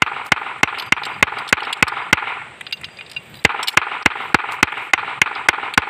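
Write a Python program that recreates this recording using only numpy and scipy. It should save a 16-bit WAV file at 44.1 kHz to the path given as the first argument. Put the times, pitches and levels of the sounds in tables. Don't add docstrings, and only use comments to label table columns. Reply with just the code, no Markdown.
import sys
import numpy as np
from scipy import signal
from scipy.fft import rfft, irfft, next_fast_len
from scipy.io import wavfile
from scipy.ndimage import uniform_filter1d, minimum_filter1d, map_coordinates

SR = 44100
rng = np.random.default_rng(int(sys.argv[2]) if len(sys.argv) > 2 else 0)


def master_out(mix):
    frames = np.transpose(np.atleast_2d(mix))
    ceiling = np.clip(frames, -1, 1)
    pcm = np.round(ceiling * 32767).astype(np.int16)
    wavfile.write(sys.argv[1], SR, pcm)


def volts(x):
    e = np.asarray(x, float) / 20
    return 10 ** e


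N = 259749
T = np.arange(SR // 4) / SR

# (time [s], peak [dB], thud [dB], high ring [dB], echo [dB])
BLOWS = [(0.02, 1.5, -30.5, -10, 3), (0.319, 2.5, -30, -8.5, 2), (0.631, 2.5, -29, -9.5, 2),
         (0.922, 0, -29.5, -6.5, 3.5), (1.226, 5, -26.5, -9, 4), (1.526, 5.5, -29.5, -9, 5),
         (1.825, 4, -24, -8, 4.5), (2.128, 7, -26.5, -9.5, 6), (3.449, 7, -24.5, -9.5, 6.5),
         (3.772, 7.5, -34.5, -10, 5), (4.059, 5.5, -27, -12.5, 3.5), (4.344, 6.5, -28, -13.5, 4.5),
         (4.628, 7, -27, -11.5, 3), (4.934, 3, -37, -7.5, 4), (5.216, 2, -34.5, -7, 3),
         (5.486, 8, -36.5, -13.5, 5), (5.776, 7.5, -27, -14, 4)]
# (frequency [Hz], level [dB], t60 [s])
BLOCK_MODES = [(827.3, -7, 0.021), (1072.5, -4.5, 0.02), (1490, .6, 0.017), (1657, -4, 0.018)]
# (frequency [Hz], level [dB], t60 [s])
PUNCH_MODES = [(2112, 1.5, 0.021), (2279, -8.5, 0.028), (2520, -1.5, 0.017), (2763, -7.5, 0.023),
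               (3059, -11.5, 0.021), (3576, -10, 0.01)]
# (frequency [Hz], level [dB], t60 [s])
THUD_MODES = [(156.6, -16, 0.013), (280.5, 6, 0.02)]
# (frequency [Hz], level [dB], t60 [s])
BEND_MODES = [(449, 5, 0.024), (570, -2, .02)]
# (frequency [Hz], level [dB], t60 [s])
HEAD_MODES = [(5840, -46, .13)]
# (frequency [Hz], level [dB])
KNOCK_SPECTRUM = [(300, 3), (700, -9.5), (1500, -3.5), (2500, -2), (3500, -11.5), (5000, -27.5)]
# (frequency [Hz], level [dB])
CRACK_SPECTRUM = [(2500, -64), (4500, -14), (7000, 12), (10000, -0.5), (15000, -11)]
# (time [s], peak [dB], pitch [Hz], brightness [dB])
CLINKS = [(0.2608, -44, 3500, -10), (0.2843, -48, 3500, -4), (0.5826, -34, 2400, -18),
          (0.7463, -20.5, 2600, -33), (1.6033, -18, 3000, -22), (1.727, -9, 3400, -11),
          (1.8798, -10.5, 3720, -11), (2.609, -22, 2600, -15), (2.71, -31, 2600, -15),
          (2.8123, -30.5, 2000, -9), (2.8337, -27, 2200, -28), (2.885, -32, 2460, -26),
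          (3.0794, -44, 2770, -19), (3.0964, -33, 3780, -9), (3.1143, -28.5, 3790, -5.5),
          (3.1324, -36, 3980, -13), (3.147, -39, 3940, -25), (3.176, -33, 3000, -20),
          (3.341, -32.5, 3050, -12), (3.44, -22, 4000, -1), (3.767, -11, 2470, -21),
          (3.952, -24, 2540, -33), (4.0243, -30, 3940, -28), (4.054, -12, 2480, -14),
          (4.5187, -31.5, 3980, -18), (4.7205, -17, 2300, -28), (4.776, -36.5, 2600, -7),
          (5.7374, -14.5, 3180, -13)]
# (frequency [Hz], level [dB], t60 [s])
CUP_MODES = [(1490, 1, .045), (2460, -1, .05), (2780, -1, .07), (3640, 0, .035), (3950, 0, .04),
             (4770, -2, .05), (6300, -17, .07), (9000, -13, .06), (10070, -26, .1), (11440, -8, .04),
             (13760, -24, .15), (14200, -34, .15)]
# (time [s], tick [dB], brightness [dB], ring [dB], favoured frequency [Hz])
CUP_TOUCHES = [(0.7961, -17.5, -25, -21, 8000), (0.822, -27, -12, -38, 9000),
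               (0.8624, -37, -21, -34, 11400), (1.0335, -21, -22, -20, 4000), (1.14, -40, -30, -39, 4770),
               (1.3841, -30, -18, -30, 4770), (1.631, -24, -22, -40, 5000), (2.666, -23, -26, -25, 3300),
               (2.7243, -10, -19, -15, 3950), (2.77, -36, -30, -38, 3640), (2.8425, -21, -21, -19, 3640),
               (2.97, -38, -22, -31, 4770), (2.9867, -33, -15, -27, 2460), (3.0085, -27, -34, -25, 2600),
               (3.0624, -37, -23, -36, 3640), (3.1633, -29, -14, -15, 2780), (3.353, -39, -6, -34, 3950),
               (3.37, -44, -6, -36, 3950), (3.39, -44, -10, -37, 3950), (5.351, -23, -39, -38, 4770)]
# (frequency [Hz], level [dB], t60 [s])
TUBE_MODES = [(5450, 0, .05), (6150, -9, .055), (7490, -3, .045), (8060, 0, .045), (9120, -12, .07),
              (10460, -9, .055), (12020, -5, .03), (12640, -9, .035), (13170, -22, .06), (15130, -9, .04)]
# (time [s], tick [dB], brightness [dB], ring [dB], favoured frequency [Hz])
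TUBE_TOUCHES = [(0.784, -20, -15, -43, 10400), (1.0514, -20, -15, -30, 8500), (1.3845, -26, -26, -35, 9500),
                (1.4764, -24, -20, -31, 6000), (1.489, -20, -8, -31, 8060), (1.6494, -25, -24, -44, 10400),
                (1.77, -38, -10, -40, 9120), (3.6283, -14.5, -18, -20, 7800), (3.6727, -8, -18, -21, 6500),
                (3.681, -1, -13, -17, 7500), (3.726, -30, -21, -34, 8060)]
# (time of maximum [s], level [dB], rise [s], fall [s])
SCUFFS = [
    (.264, -51.5, 0.028, .04),
    (3.37, -68, .3, .15),
    (3.69, -44, .01, 0.074),
    (4.232, -70, .13, .2),
    (4.518, -49, .012, .055),
    (4.87, -66, 0.28, 0.049),
]
# (frequency [Hz], level [dB])
GRIT_SPECTRUM = [(2500, -16), (4200, 0), (6000, -9), (8000, -3), (10300, -5), (12000, -9), (13700, -4),
                 (15200, -10)]
# (time of maximum [s], level [dB], rise [s], fall [s])
JINGLES = [
    (.8, -47, .02, .25),
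    (1.1, -59, .06, .3),
    (1.93, -60, .03, .3),
    (2.76, -59, .03, 1.6),
    (5.36, -59, 0.014, .2),
]
# (frequency [Hz], bandwidth [Hz], level [dB])
LOOSE_RESONANCES = [(2790, 40, -5), (3640, 40, -6), (4030, 40, -12), (4780, 40, 0), (6300, 40, -9),
                    (11500, 50, -14)]
# (delay [s], level [dB], flutter [dB], strongest frequency [Hz])
ECHOES = [(0.044, 10, -14, 1000), (0.051, 8, -6, 1400), (.059, 9, -14, 2400), (0.112, 5, -12, 2320),
          (0.151, 4, -3, 1400), (.2, -3, -4, 1400)]
# (delay [s], level [dB])
SWELL = [(.042, -48), (.044, 9.5), (.07, 0.5), (.09, -6), (.135, -2), (.15, 4), (.25, -1), (.4, -6.5),
         (.7, -28)]
# (frequency [Hz], level [dB])
YARD_SPECTRUM = [(120, -40), (200, -31), (236, -20.5), (446, -15), (599, -20.5), (817, -4.5), (1120, -7),
                 (1380, -2.5), (1570, -8), (2370, -4.5), (3870, -21), (6430, -54), (7950, -42),
                 (10000, -51), (13000, -95), (22000, -120)]
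# (frequency [Hz], t60 [s])
AIR_LOSS = [(500, 1.05), (2000, 1.21), (5000, 0.8), (9000, 0.84)]
# (frequency [Hz], level [dB], t60 [s])
FLUTTER_MODES = [(390, 6, .022), (450, 4, 0.022), (830, 4, 0.027), (1000, 4, .028), (1240, 6, .022),
                 (1370, 4, 0.02)]
# (frequency [Hz], level [dB])
FLOOR_SPECTRUM = [(200, -8), (400, -2), (800, -4), (1300, -7.5), (2460, -2), (3770, -11.5), (5000, -26),
                  (6400, -33), (7600, -18.5), (8300, -15.5), (9400, -28.5), (11200, -45), (15000, -46)]
# (frequency [Hz], level [dB])
RUMBLE_SPECTRUM = [(25, -25), (60, -2), (130, 6), (200, -1), (400, -16)]
# (time [s], level [dB])
WIND = [(0.0, -57), (0.13, -55), (0.64, -56), (1.06, -50), (1.52, -55), (2.02, -54), (2.28, -55),
        (3.2, -52), (3.33, -49), (3.46, -54), (3.76, -59), (5.25, -55), (5.76, -58), (5.89, -55)]
# (time of maximum [s], level [dB], rise [s], fall [s])
RUSTLES = [
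    (3.245, -69, .06, .05),
    (3.3, -67, .03, .07),
    (3.375, -63, .1, .09),
    (4.25, -72, .1, .12),
    (4.83, -72, .1, .12),
]


def hammer():
    out = np.zeros(N)
    phase = 70 * T + 1.02 * (1 - np.exp(-T / 0.0029))
    thump = np.sin(2 * np.pi * phase) * volts(-60 * T / 0.038) * (1 - np.exp(-T / 0.0005))
    for s, db, thud_db, high_db, _ in BLOWS:
        crack_db = -16 + 0.6 * (high_db + 10)
        bend_db = 1.8 * min(db - 5.5, 1)
        low = 0.51 * ring(THUD_MODES, 0.00051) + 0.97 * thump
        low += 0.52 * volts(bend_db) * ring(BEND_MODES, 0.0005)
        modes = ring(BLOCK_MODES, 0.001) + volts(high_db + 9.5) * ring(PUNCH_MODES, 0.00097)
        modes += volts(thud_db + 13.5) * low
        noise = volts(-11) * burst(KNOCK_SPECTRUM, 0.03)
        noise += volts(crack_db - 5) * burst(CRACK_SPECTRUM, 0.014)
        noise += volts(-23.5) * burst(YARD_SPECTRUM, 0.079)
        leather = burst(KNOCK_SPECTRUM, 0.037) * (1 - np.exp(-T / 0.0024))
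        add(out, s - 0.003, volts(db - 17) * leather)
        add(out, s, volts(db + 20.5) * (1 - np.exp(-T / 0.00056)) * (noise - modes))
        add(out, s + 0.005, volts(rng.normal(0, 2.5)) * ring(HEAD_MODES, 0.0013))
    return out


def clinks():
    out = np.zeros(N)
    for s, db, hz, bright_db in CLINKS:
        add(out, s, tick(db, hz, bright_db))
    for modes, touches in [(CUP_MODES, CUP_TOUCHES), (TUBE_MODES, TUBE_TOUCHES)]:
        for s, db, bright_db, ring_db, hz in touches:
            focus_db = 7 - 0.75 * (db + 12)
            contact = tick(db, np.clip(hz, 2400, 3600), bright_db)
            add(out, s, contact + loose_steel(modes, ring_db, hz, focus_db))
    return out


def tick(db, hz, bright_db):
    t60 = max(0.022 + 0.0003 * (db + 25), 0.012)
    body = burst([(hz / 4.9, -20), (hz, 0), (hz * 1.5, -11)], 3 * t60)
    spit = volts(bright_db) * burst([(5000, -10), (8000, 15), (14500, -4)], 2.2 * t60)
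    stray_modes = [(hz * rng.uniform(0.6, 1.35), -3, 3 * t60) for _ in range(4)]
    partials = ring(stray_modes, 0.00051)
    envelope = volts(db - 45 * (T / t60) ** 2) * (1 - np.exp(-T / 0.0012))
    return envelope * (body + 0.45 * partials + spit)


def loose_steel(modes, db, favoured_hz, focus_db):
    hz, mode_db, t60 = np.transpose(modes)[:, :, None]
    luck = rng.standard_normal((len(modes), 40))
    waver = 3.5 * np.array([map_coordinates(row, [T * 120]) for row in luck])
    waver = waver + 3 * luck[:, -1:]
    focus = focus_db * np.abs(np.log2(hz / favoured_hz))
    level = db + mode_db - focus + waver - 60 * T / t60
    return (volts(level) * np.sin(2 * np.pi * hz * T)).sum(0) * (1 - np.exp(-T / 0.0017))


def scuffs():
    lumps = volts(8 * held_noise(64))
    grit = unit(coloured(lumps * rng.standard_normal(N), GRIT_SPECTRUM))
    f = np.fft.rfftfreq(N, 1 / SR)
    response = sum(volts(db) * 1j * f * width / (centre ** 2 - f * f + 1j * f * width)
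                   for centre, width, db in LOOSE_RESONANCES)
    touches = volts(6 * held_noise(256)) * rng.standard_normal(N)
    jingle = unit(irfft(rfft(touches) * response ** 2, N))
    return volts(10) * spans(SCUFFS) * grit + volts(3.5) * spans(JINGLES) * jingle


def yard():
    delay = np.arange(SR * 3 // 4) / SR
    swell = volts(np.interp(delay, *np.transpose(SWELL)))
    hz, t, z = signal.stft(swell * rng.standard_normal(len(delay)), SR, nperseg=256)
    clumps = uniform_filter1d(rng.standard_normal(z.shape), size=2, axis=0)
    clumps = unit(uniform_filter1d(clumps, size=4, axis=1))
    same = signal.istft(z * volts(3.5 * clumps - 1.5), SR, nperseg=256)[1][:len(delay)]
    # 48.7 ms and 1.2 dB lost a round, a -10 dB noisy share
    returns = [(0.0955 + k * 0.0487, 7 - 10 - k * 1.2, 10, 950) for k in range(7)]
    for s, db, flutter_db, centre in list(ECHOES) + returns:
        rough = burst([(300, -12), (centre, 6), (0.92 * centre, -4), (9000, -4)], 0.023)
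        add(same, s, volts(db - 4.5) * (rough + volts(flutter_db) * ring(FLUTTER_MODES, 0.0025)))
    out = np.zeros(N)
    air = volts(-60 * t / along(AIR_LOSS, hz)[:, None])
    for s, *_, echo_db in BLOWS:
        fresh = 0.55 * swell * rng.standard_normal(len(delay))
        z = signal.stft(same + fresh, SR, nperseg=256)[2]
        tint = volts(2.5 * uniform_filter1d(rng.standard_normal(len(hz)), size=5))
        add(out, s, volts(echo_db) * signal.istft(z * tint[:, None] * air, SR, nperseg=256)[1])
    lead = round(BLOWS[0][0] * SR)
    out[:lead] += out[round(BLOWS[1][0] * SR) - lead:][:lead]
    return volts(-22) * unit(coloured(out, YARD_SPECTRUM))


def outdoors():
    wind_db = np.interp(np.arange(N) / SR, *np.transpose(WIND)) + 4.5
    rumble = coloured(rng.standard_normal(N), RUMBLE_SPECTRUM)
    wind = volts(wind_db) * unit(volts(3.3 * slow_noise(16)) * rumble)
    floor = volts(-44) * unit(coloured(rng.standard_normal(N), FLOOR_SPECTRUM))
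    top = coloured(rng.standard_normal(N), [(10000, -14), (12500, -10), (13700, 0), (15200, -6)])
    rustle = volts(3 * slow_noise(6) + 4.5 * slow_noise(90)) * unit(top)
    return wind + floor + (volts(-77.5) + spans(RUSTLES)) * rustle


def ring(modes, attack):
    hz, db, t60 = np.transpose(modes)[:, :, None]
    luck_db = 1.5 * rng.standard_normal((len(modes), 1))
    detune = 0.006 * rng.standard_normal((len(modes), 1))
    waves = volts(db + luck_db - 60 * T / t60) * np.sin(2 * np.pi * hz * (1 + detune) * T)
    return waves.sum(0) * (1 - np.exp(-T / attack))


def burst(spectrum, t60):
    return unit(coloured(rng.standard_normal(len(T)), spectrum)) * volts(-60 * T / t60)


def coloured(x, spectrum):
    size = next_fast_len(len(x) + SR // 4)
    points = [(spectrum[0][0] / 2, -90)] + list(spectrum) + [(spectrum[-1][0] * 1.1, -90)]
    gain = volts(along(points, np.fft.rfftfreq(size, 1 / SR)))
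    return irfft(rfft(x, size) * gain, size)[:len(x)]


def along(points, hz):
    f, v = np.transpose(points)
    return np.interp(np.log(hz + 1), np.log(f + 1), v)


def unit(x):
    return x / np.sqrt(np.mean(x ** 2) + 1e-20)


def add(track, s, sound):
    i = round(s * SR)
    track[i:i + len(sound)] += sound[:len(track) - i]


def held_noise(hold):
    return np.repeat(rng.standard_normal(N // hold + 1), hold)[:N]


def slow_noise(rate):
    values = rng.standard_normal(round(rate * N / SR) + 4)
    return map_coordinates(values, [np.arange(N) * rate / SR])


def spans(rows):
    time = np.arange(N) / SR
    gain = np.zeros(N)
    for s, db, rise, fall in rows:
        gain += volts(np.interp(time, [s - rise, s, s + fall], [db - 25, db, db - 25], -120, -120))
    return uniform_filter1d(gain, size=200)


def scene():
    return (hammer() + clinks() + scuffs() + yard() + outdoors())[None]


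def ducking(x):
    frame, phase, ramp = 0.02, 0.012, 0.0062
    knee_db, share, most_db, release_db = -16, 0.41, 19, 4
    edges = phase - frame + frame * np.arange(int(N / SR / frame) + 2)
    edges = np.round(edges * SR).astype(int)
    peak = -minimum_filter1d(-np.abs(x), size=1764)
    ahead = peak[np.clip(edges + 500, 0, N - 1)]
    cut = np.clip(share * (20 * np.log10(ahead + 1e-9) - knee_db), 0, most_db)
    for k in range(1, len(cut)):
        cut[k] = max(cut[k], cut[k - 1] - release_db)
    knots = np.ravel([edges, edges + ramp * SR], order="F")
    levels = np.ravel([np.r_[cut[0], cut[:-1]], cut], order="F")
    return volts(-np.interp(np.arange(N), knots, levels))


def low_pass(x):
    return signal.sosfilt(signal.butter(12, 16820, fs=SR, output="sos"), x)


def record(dry):
    x = signal.sosfilt(signal.butter(2, 70, "highpass", fs=SR, output="sos"), dry[0])
    x = x * ducking(x)
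    x = x / (1 + np.abs(x / 0.95) ** 5) ** (1 / 5)
    x = signal.sosfiltfilt(signal.butter(16, 15700, fs=SR, output="sos"), x)
    return low_pass(x[None])


dry = scene()
out = record(dry)
master_out(out)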